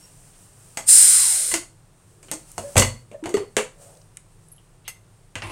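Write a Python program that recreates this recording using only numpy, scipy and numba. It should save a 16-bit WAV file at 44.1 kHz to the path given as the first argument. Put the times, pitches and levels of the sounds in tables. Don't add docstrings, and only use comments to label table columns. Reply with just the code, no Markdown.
import sys
import numpy as np
from scipy import signal
from scipy.fft import rfft, irfft
from scipy.io import wavfile
from numba import njit

SR = 44100
rng = np.random.default_rng(int(sys.argv[2]) if len(sys.argv) > 2 else 0)


def transcribe(signal):
    frames = np.atleast_2d(signal).T
    limited = np.clip(frames, -1, 1)
    pcm = np.round(limited * 32767).astype(np.int16)
    wavfile.write(sys.argv[1], SR, pcm)


N = 242991
TIME = np.arange(N) / SR
AGE = np.arange(SR) / SR


def undb(db):
    return 10 ** (np.asarray(db) / 20)


def unit(x):
    return x / np.sqrt(np.mean(x ** 2))


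def punch(x):
    return x / np.sqrt(np.mean(x[:1323] ** 2))


def add(out, start_s, x):
    i = int(start_s * SR)
    out[i:i + len(x)] += x[:N - i]


def fade(t60_s):
    return np.exp(-np.log(1000) * AGE / t60_s)


def ramp(start_s, length_s):
    return np.clip((TIME - start_s) / length_s, 0, 1)


def walk(rate_hz):
    knots = rng.standard_normal(N // 20)
    return unit(np.interp(TIME * rate_hz, np.arange(len(knots)), knots))


def colour(x, points):
    hz, db = np.transpose(points)
    grid_hz = np.fft.rfftfreq(4096, 1 / SR)
    gain = undb(np.interp(np.log(grid_hz + 1), np.log(hz), db))
    cepstrum = irfft(np.log(gain))
    cepstrum[1:len(grid_hz)] *= 2
    cepstrum[len(grid_hz):] = 0
    impulse = irfft(np.exp(rfft(cepstrum)))
    return signal.fftconvolve(x, impulse)[:len(x)]


def band(x, hz, kind):
    return signal.sosfilt(signal.butter(3, hz, kind, fs=SR, output="sos"), x)


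@njit
def resonate(x, hz, width_hz):
    y, band_state, low_state = np.empty(len(x)), 0., 0.
    for i in range(len(x)):
        g, damping = np.tan(np.pi * hz[i] / SR), width_hz / hz[i]
        v = (band_state + g * (x[i] - low_state)) / (1 + g * (g + damping))
        band_state = 2 * v - band_state
        low_state += 2 * g * v
        y[i] = damping * v
    return y


def tuned(x, hz, width_hz):
    centre_hz = hz * np.ones(len(x))
    once = resonate(x + 1e-18, centre_hz, float(width_hz))
    return resonate(once, centre_hz, float(width_hz))


def noise_band(hz, width_hz):
    return unit(tuned(rng.standard_normal(N), hz, width_hz))


def ring(modes, scatter_db, blur_hz):
    hz, db, t60_s = np.transpose(modes)
    gains = undb(db + scatter_db * rng.standard_normal(len(hz)))
    drift = np.cumsum(rng.standard_normal((len(hz), SR)), axis=1) * np.sqrt(2 * np.pi * blur_hz / SR)
    return punch(sum(gain * np.sin(2 * np.pi * f * AGE + phase) * fade(t)
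                     for f, gain, t, phase in zip(hz, gains, t60_s, drift)))


def tick(hz, width_hz):
    burst = rng.standard_normal(SR) * fade(t60_s=50 / width_hz)
    return punch(tuned(burst, hz, width_hz))


def steam_jet(open_s=0.8433, rise_s=.047, seat_s=1.52, open_db=-8.5, sag_db=16, shut_db_per_s=224):
    # frequency in Hz, density in dB.
    full_colour = [(100, -41.5), (500, -34), (1100, -36.5), (1700, -31), (3700, -25.5), (5200, -18.5),
                   (6200, -17.5), (7500, -7), (8800, -2), (9600, -4), (10500, -15), (11800, -20.5),
                   (13000, -20.5), (15800, -33)]
    weak_colour = [(100, -33.5), (400, -36), (1000, -28.5), (2000, -24), (3700, -19.5), (4300, -18.5),
                   (5300, -14), (6200, -14), (7600, -6), (9100, 1), (10300, -9), (11700, -19), (13000, -17),
                   (15800, -33)]
    # centre in Hz, width in Hz, dB at full pressure, dB at low pressure.
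    vent_modes = [(1514, 200, -35.5, -28.5), (2050, 430, -34, -26), (4130, 330, -27, -20),
                  (5123, 420, -19, -19), (7570, 150, -14.5, -17.5), (8670, 200, -10, -12.5),
                  (9130, 380, -5.5, -8.5)]
    pressure_fall_s = [0.92, 1.2]
    pressure = np.interp(TIME, pressure_fall_s, [1, 0])
    full, weak = (unit(colour(rng.standard_normal(N), c)) for c in (full_colour, weak_colour))
    jet = np.sqrt(pressure) * full + np.sqrt(1 - pressure) * weak
    for hz, width_hz, full_db, weak_db in vent_modes:
        jet += undb(weak_db + pressure * (full_db - weak_db)) * noise_band(hz, width_hz)
    wide_s = open_s + rise_s
    spent = np.maximum(TIME - wide_s, 0) / (seat_s - wide_s)
    jet_db = open_db - sag_db * spent ** 1.33 - shut_db_per_s * np.maximum(TIME - seat_s, 0)
    sputter_db = 0.25 * walk(350) + .4 * walk(30)
    jet = unit(jet) * undb(jet_db + sputter_db)
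    open_hz, shut_hz = 1800, 390
    gap_hz = open_hz * (shut_hz / open_hz) ** (np.minimum(spent, 1) ** 1.8)
    hollow = noise_band(gap_hz, width_hz=220) * undb(np.minimum(jet_db - 30.5, -46))
    return ramp(open_s, rise_s) ** 4.6 * (jet + hollow)


def steam_seep():
    # start of decay in seconds, level there in dB, rise in dB/s, fall in dB/s.
    leaks = [(1.556, -55, -0.5, 72), (2.73, -45, 27, 63.5), (3.82, -49, 335, 65), (3.7, -63, 4.5, 3)]
    # frequency in Hz, density in dB.
    seep_colour = [(400, -6.5), (1300, -9.5), (2200, -15), (2800, -12), (3600, -17.5), (5500, -10.5),
                   (7000, -7.5), (8800, 0.5), (10700, -12.5), (12500, -17), (15800, -19)]
    power = sum(undb(db - np.maximum(rise * (s - TIME), fall * (TIME - s))) ** 2
                for s, db, rise, fall in leaks)
    hiss = unit(colour(rng.standard_normal(N), seep_colour))
    return hiss * np.sqrt(power) * undb(1.4 * walk(18))


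def metal_knocks(body_hz=900, treble_hz=4800, crack_db=5, chatter_db=1.5):
    # start in seconds, body, middle and treble levels in dB, ring over wash in dB.
    knocks = [(.772, -36.5, -33.5, -31, -11.5), (1.515, -45, -43, -33.5, 6),
              (1.5395, -38.5, -28.5, -22.5, -11), (2.229, -59, -56, -52, -12),
              (2.284, -57, -51.5, -64, -19), (2.3144, -37.5, -37, -28.5, -9.5),
              (2.58, -31, -37, -35.5, -13.5), (2.756, -23.5, -36, -38.5, -10), (2.767, -22, -20, -21, -1.5),
              (2.778, -22, -21, -14.5, -8), (2.797, -23, -44, -19, -7.5), (2.822, -39.5, -24.5, -26.5, -5),
              (3.1143, -45.5, -53.5, -59.5, -20), (3.239, -52, -43.5, -51, -24),
              (3.2573, -32.5, -37, -43.5, -13), (3.2922, -48, -47, -43.5, -9),
              (3.341, -38, -34.5, -36, 1.5), (3.369, -33, -36, -44, -19), (3.567, -27, -22, -25, -16),
              (5.3545, -41.5, -33, -43, -11.5), (5.4204, -49, -35, -68, -31)]
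    # frequency in Hz, density in dB.
    wash_colour = [(80, -8), (240, 2), (520, 3.5), (800, -0.5), (1100, -2), (1450, -3), (2100, -1.5),
                   (2800, -2.5), (3800, -11.5), (5300, -13.5), (6600, -6.5), (8400, -5), (10500, -16.5),
                   (15800, -32.5)]
    # frequency in Hz, level in dB, T60 in seconds.
    pot_modes = [(228.5, -9, 0.38), (520, -0.5, 0.29), (654, -1.5, .25), (1120, -12.5, 0.13),
                 (1526, -5.5, 0.11), (2007, -3.5, 0.25), (2140, -9.5, 0.24), (2816, -3.5, 0.13),
                 (3385, -4.5, 0.17), (4380, -9, 0.29), (4475, -11, 0.33), (6000, -10, .15), (6450, -10, .2),
                 (7870, -7.5, 0.11), (8086, -9, .2), (12500, -15.5, .18)]
    out = np.zeros(N)
    for start_s, body_db, middle_db, treble_db, ring_db in knocks:
        chatter = fade(t60_s=.19) * undb(chatter_db * walk(400)[:SR])
        crack = undb(crack_db) * fade(t60_s=0.013)
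        wash = colour(rng.standard_normal(SR) * (chatter + crack), wash_colour)
        clusters = [(hz, 2.5 * rng.standard_normal()) for hz in np.geomspace(600, 16000, 64)]
        tones = ring(pot_modes, scatter_db=2, blur_hz=26)
        shell = punch(colour(wash, clusters)) + undb(ring_db) * tones
        body = punch(band(shell, body_hz, "low")) * undb(body_db)
        middle = punch(band(shell, [body_hz, treble_hz], "band")) * undb(middle_db)
        treble = punch(band(shell, treble_hz, "high")) * undb(treble_db)
        add(out, start_s, body + middle + treble)
    return out


def stove_thumps(attack_s=0.011):
    # start in seconds, level in dB.
    thumps = [(2.58, -37), (2.765, -10.5), (3.258, -41.5), (3.363, -40), (5.358, -36), (5.427, -36.5),
              (5.4458, -34)]
    # frequency in Hz, level in dB, T60 in seconds.
    stove_modes = [(97.6, 3.5, 0.3), (103.6, -10.5, 0.59), (47, -11, 0.42), (122.2, -11, 0.56),
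                   (233.7, -11.5, 0.49)]
    boom = ring(stove_modes, scatter_db=0, blur_hz=0) * np.minimum(AGE / attack_s, 1)
    out = np.zeros(N)
    for start_s, db in thumps:
        add(out, start_s, undb(db) * boom)
    return out


def hollow_rings_and_groans(attack_s=.003, release_s=0.01, sag_per_s=0.38, waver=0.034, overtone_db=-24):
    # start in seconds, length in seconds, pitch in Hz, level in dB.
    tones = [(1.535, 0.074, 338.7, -28), (2.315, 0.061, 318, -41.5), (2.637, .06, 583.5, -36.5),
             (3.122, 0.11, 623, -51), (3.143, 0.011, 615, -33.5), (3.226, 0.042, 324, -30),
             (3.283, .045, 351, -35.5), (3.342, 0.013, 397.5, -10.5), (3.392, .05, 410.7, -27),
             (3.567, 0.062, 419.6, -23), (3.568, 0.087, 523, -26)]
    out = np.zeros(N)
    for start_s, length_s, hz, db in tones:
        pitch_hz = hz * np.exp(-sag_per_s * AGE) * (1 + waver * walk(220)[:SR])
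        phase = 2 * np.pi * np.cumsum(pitch_hz) / SR
        tone = np.sqrt(2) * (np.sin(phase) + undb(overtone_db) * np.sin(3 * phase))
        judder_db = 2.5 * walk(180)[:SR]
        gate = np.minimum(AGE / attack_s, 1) * np.exp(-np.maximum(AGE - length_s, 0) / release_s)
        fade_db_per_s = 753 * 2 ** (db / 12)
        add(out, start_s, gate * undb(db - fade_db_per_s * AGE + judder_db) * tone)
    return out


def contact_ticks():
    # start in seconds, level in dB, centre in Hz, width in Hz.
    contacts = [(2.3146, -36.5, 10000, 9000), (2.517, -49.5, 9100, 6000), (4.1703, -43.5, 8070, 3780),
                (4.171, -53.5, 2020, 2033), (4.485, -59, 9620, 2500), (4.517, -48.5, 10840, 794),
                (4.561, -59, 10930, 700), (4.58, -61.5, 3080, 500)]
    out = np.zeros(N)
    for start_s, db, hz, width_hz in contacts:
        add(out, start_s, undb(db) * tick(hz, width_hz))
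    return out


def lid_drips():
    # start in seconds, level in dB.
    drips = [(3.952, -67), (3.972, -65), (4.016, -63)]
    out = np.zeros(N)
    for start_s, db in drips:
        add(out, start_s, undb(db) * tick(hz=5430, width_hz=4300))
    return out


def midrange_rings():
    # start in seconds, level in dB.
    onsets = [(.773, -44.5), (1.515, -35), (1.54, -29.5), (2.819, -24.5)]
    # frequency in Hz, level in dB, T60 in seconds.
    midrange_modes = [(754, -10.5, .13), (985, -8, .14), (2043, 0.5, .1), (2820, -4, .1)]
    out = np.zeros(N)
    for start_s, db in onsets:
        add(out, start_s, undb(db) * ring(midrange_modes, scatter_db=0.5, blur_hz=70))
    return out


def metal_rubs():
    # start in seconds, length in seconds, level in dB, centre in Hz, width in Hz.
    rubs = [(0, 0.066, -54.5, 5560, 80), (0, 0.14, -70.5, 2780, 150), (0.324, 0.05, -63.5, 2900, 3000),
            (2.045, 0.36, -60.5, 377, 120), (3.728, 0.31, -54, 582, 283), (4.84, 0.072, -52, 2970, 1400)]
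    return sum(undb(db) * np.sin(np.pi * ramp(start_s, length_s)) * noise_band(hz, width_hz)
               for start_s, length_s, db, hz, width_hz in rubs)


def spoon_clink(crack_db=-4.0):
    # start in seconds, level in dB.
    clinks = [(4.879, -35)]
    # frequency in Hz, level in dB, T60 in seconds.
    spoon_modes = [(2060, -6, 0.18), (2140, -3.5, 0.086), (2740, -0.5, 0.097), (2795, -10, 0.075),
                   (4370, -13, 0.081), (6380, 2.5, 0.078), (8100, -1, .12), (9300, -4.5, 0.12),
                   (10140, -10.5, 0.14), (12200, 0.5, 0.096)]
    out = np.zeros(N)
    for start_s, db in clinks:
        crack = punch(band(rng.standard_normal(SR) * fade(t60_s=0.093), [400, 12000], "band"))
        tone = ring(spoon_modes, scatter_db=1.5, blur_hz=45)
        add(out, start_s, undb(db) * (tone + undb(crack_db) * crack))
    return out


def lid_slide(level_db=-38.5):
    # frequency in Hz, density in dB.
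    slide_colour = [(200, -46), (316, 12), (450, -2.5), (700, 4.5), (1050, 8.5), (1400, -7), (1750, -5),
                    (2700, 2.5), (3700, -11), (6500, -16), (9900, -7.5), (11000, -18), (15800, -33)]
    grit = rng.standard_normal(N) * undb(2.6 * walk(460))
    return unit(colour(grit, slide_colour)) * undb(level_db) * ramp(start_s=5.42, length_s=0.007)


def kitchen_reverb(x, t60_s=0.29, wet_db=-14, delay_s=.005):
    tail = band(rng.standard_normal(SR), 12000, "low") * fade(t60_s) * (AGE > delay_s)
    tail /= np.sqrt(np.sum(tail ** 2))
    return x + undb(wet_db) * signal.fftconvolve(x, tail)[:N]


def room_tone(air_db=-54.5):
    # frequency in Hz, density in dB.
    room_colour = [(15, -27), (25, 2.5), (74, -16.5), (108, -3.5), (157, -7.5), (212, -23.5), (335, -18.5),
                   (373, -18.5), (545, -22.5), (1100, -26), (2110, -33), (8830, -41.5), (16000, -55)]
    # frequency in Hz, level in dB.
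    hum_tones = [(102.3, -63), (156, -65.5), (183, -68.5)]
    out = unit(colour(rng.standard_normal(N), room_colour)) * undb(air_db + 0.21 * walk(8.1))
    for hz, db in hum_tones:
        amplitude = np.sqrt(2) * undb(db + 0.72 * walk(2.8))
        out += amplitude * np.sin(2 * np.pi * hz * TIME + 0.96 * walk(2.0))
    return out


def scene():
    cooker = steam_jet() + steam_seep() + metal_knocks() + stove_thumps() + hollow_rings_and_groans()
    small = contact_ticks() + lid_drips() + midrange_rings() + metal_rubs() + spoon_clink() + lid_slide()
    return (kitchen_reverb(cooker + small) + room_tone())[None]


def record(dry):
    ceiling, cutoff_hz = .95, 15900
    rounded = dry / (1 + (dry / ceiling) ** 8) ** (1 / 8)
    return signal.sosfilt(signal.ellip(10, .2, 70, cutoff_hz, fs=SR, output="sos"), rounded)


dry = scene()
out = record(dry)
transcribe(out)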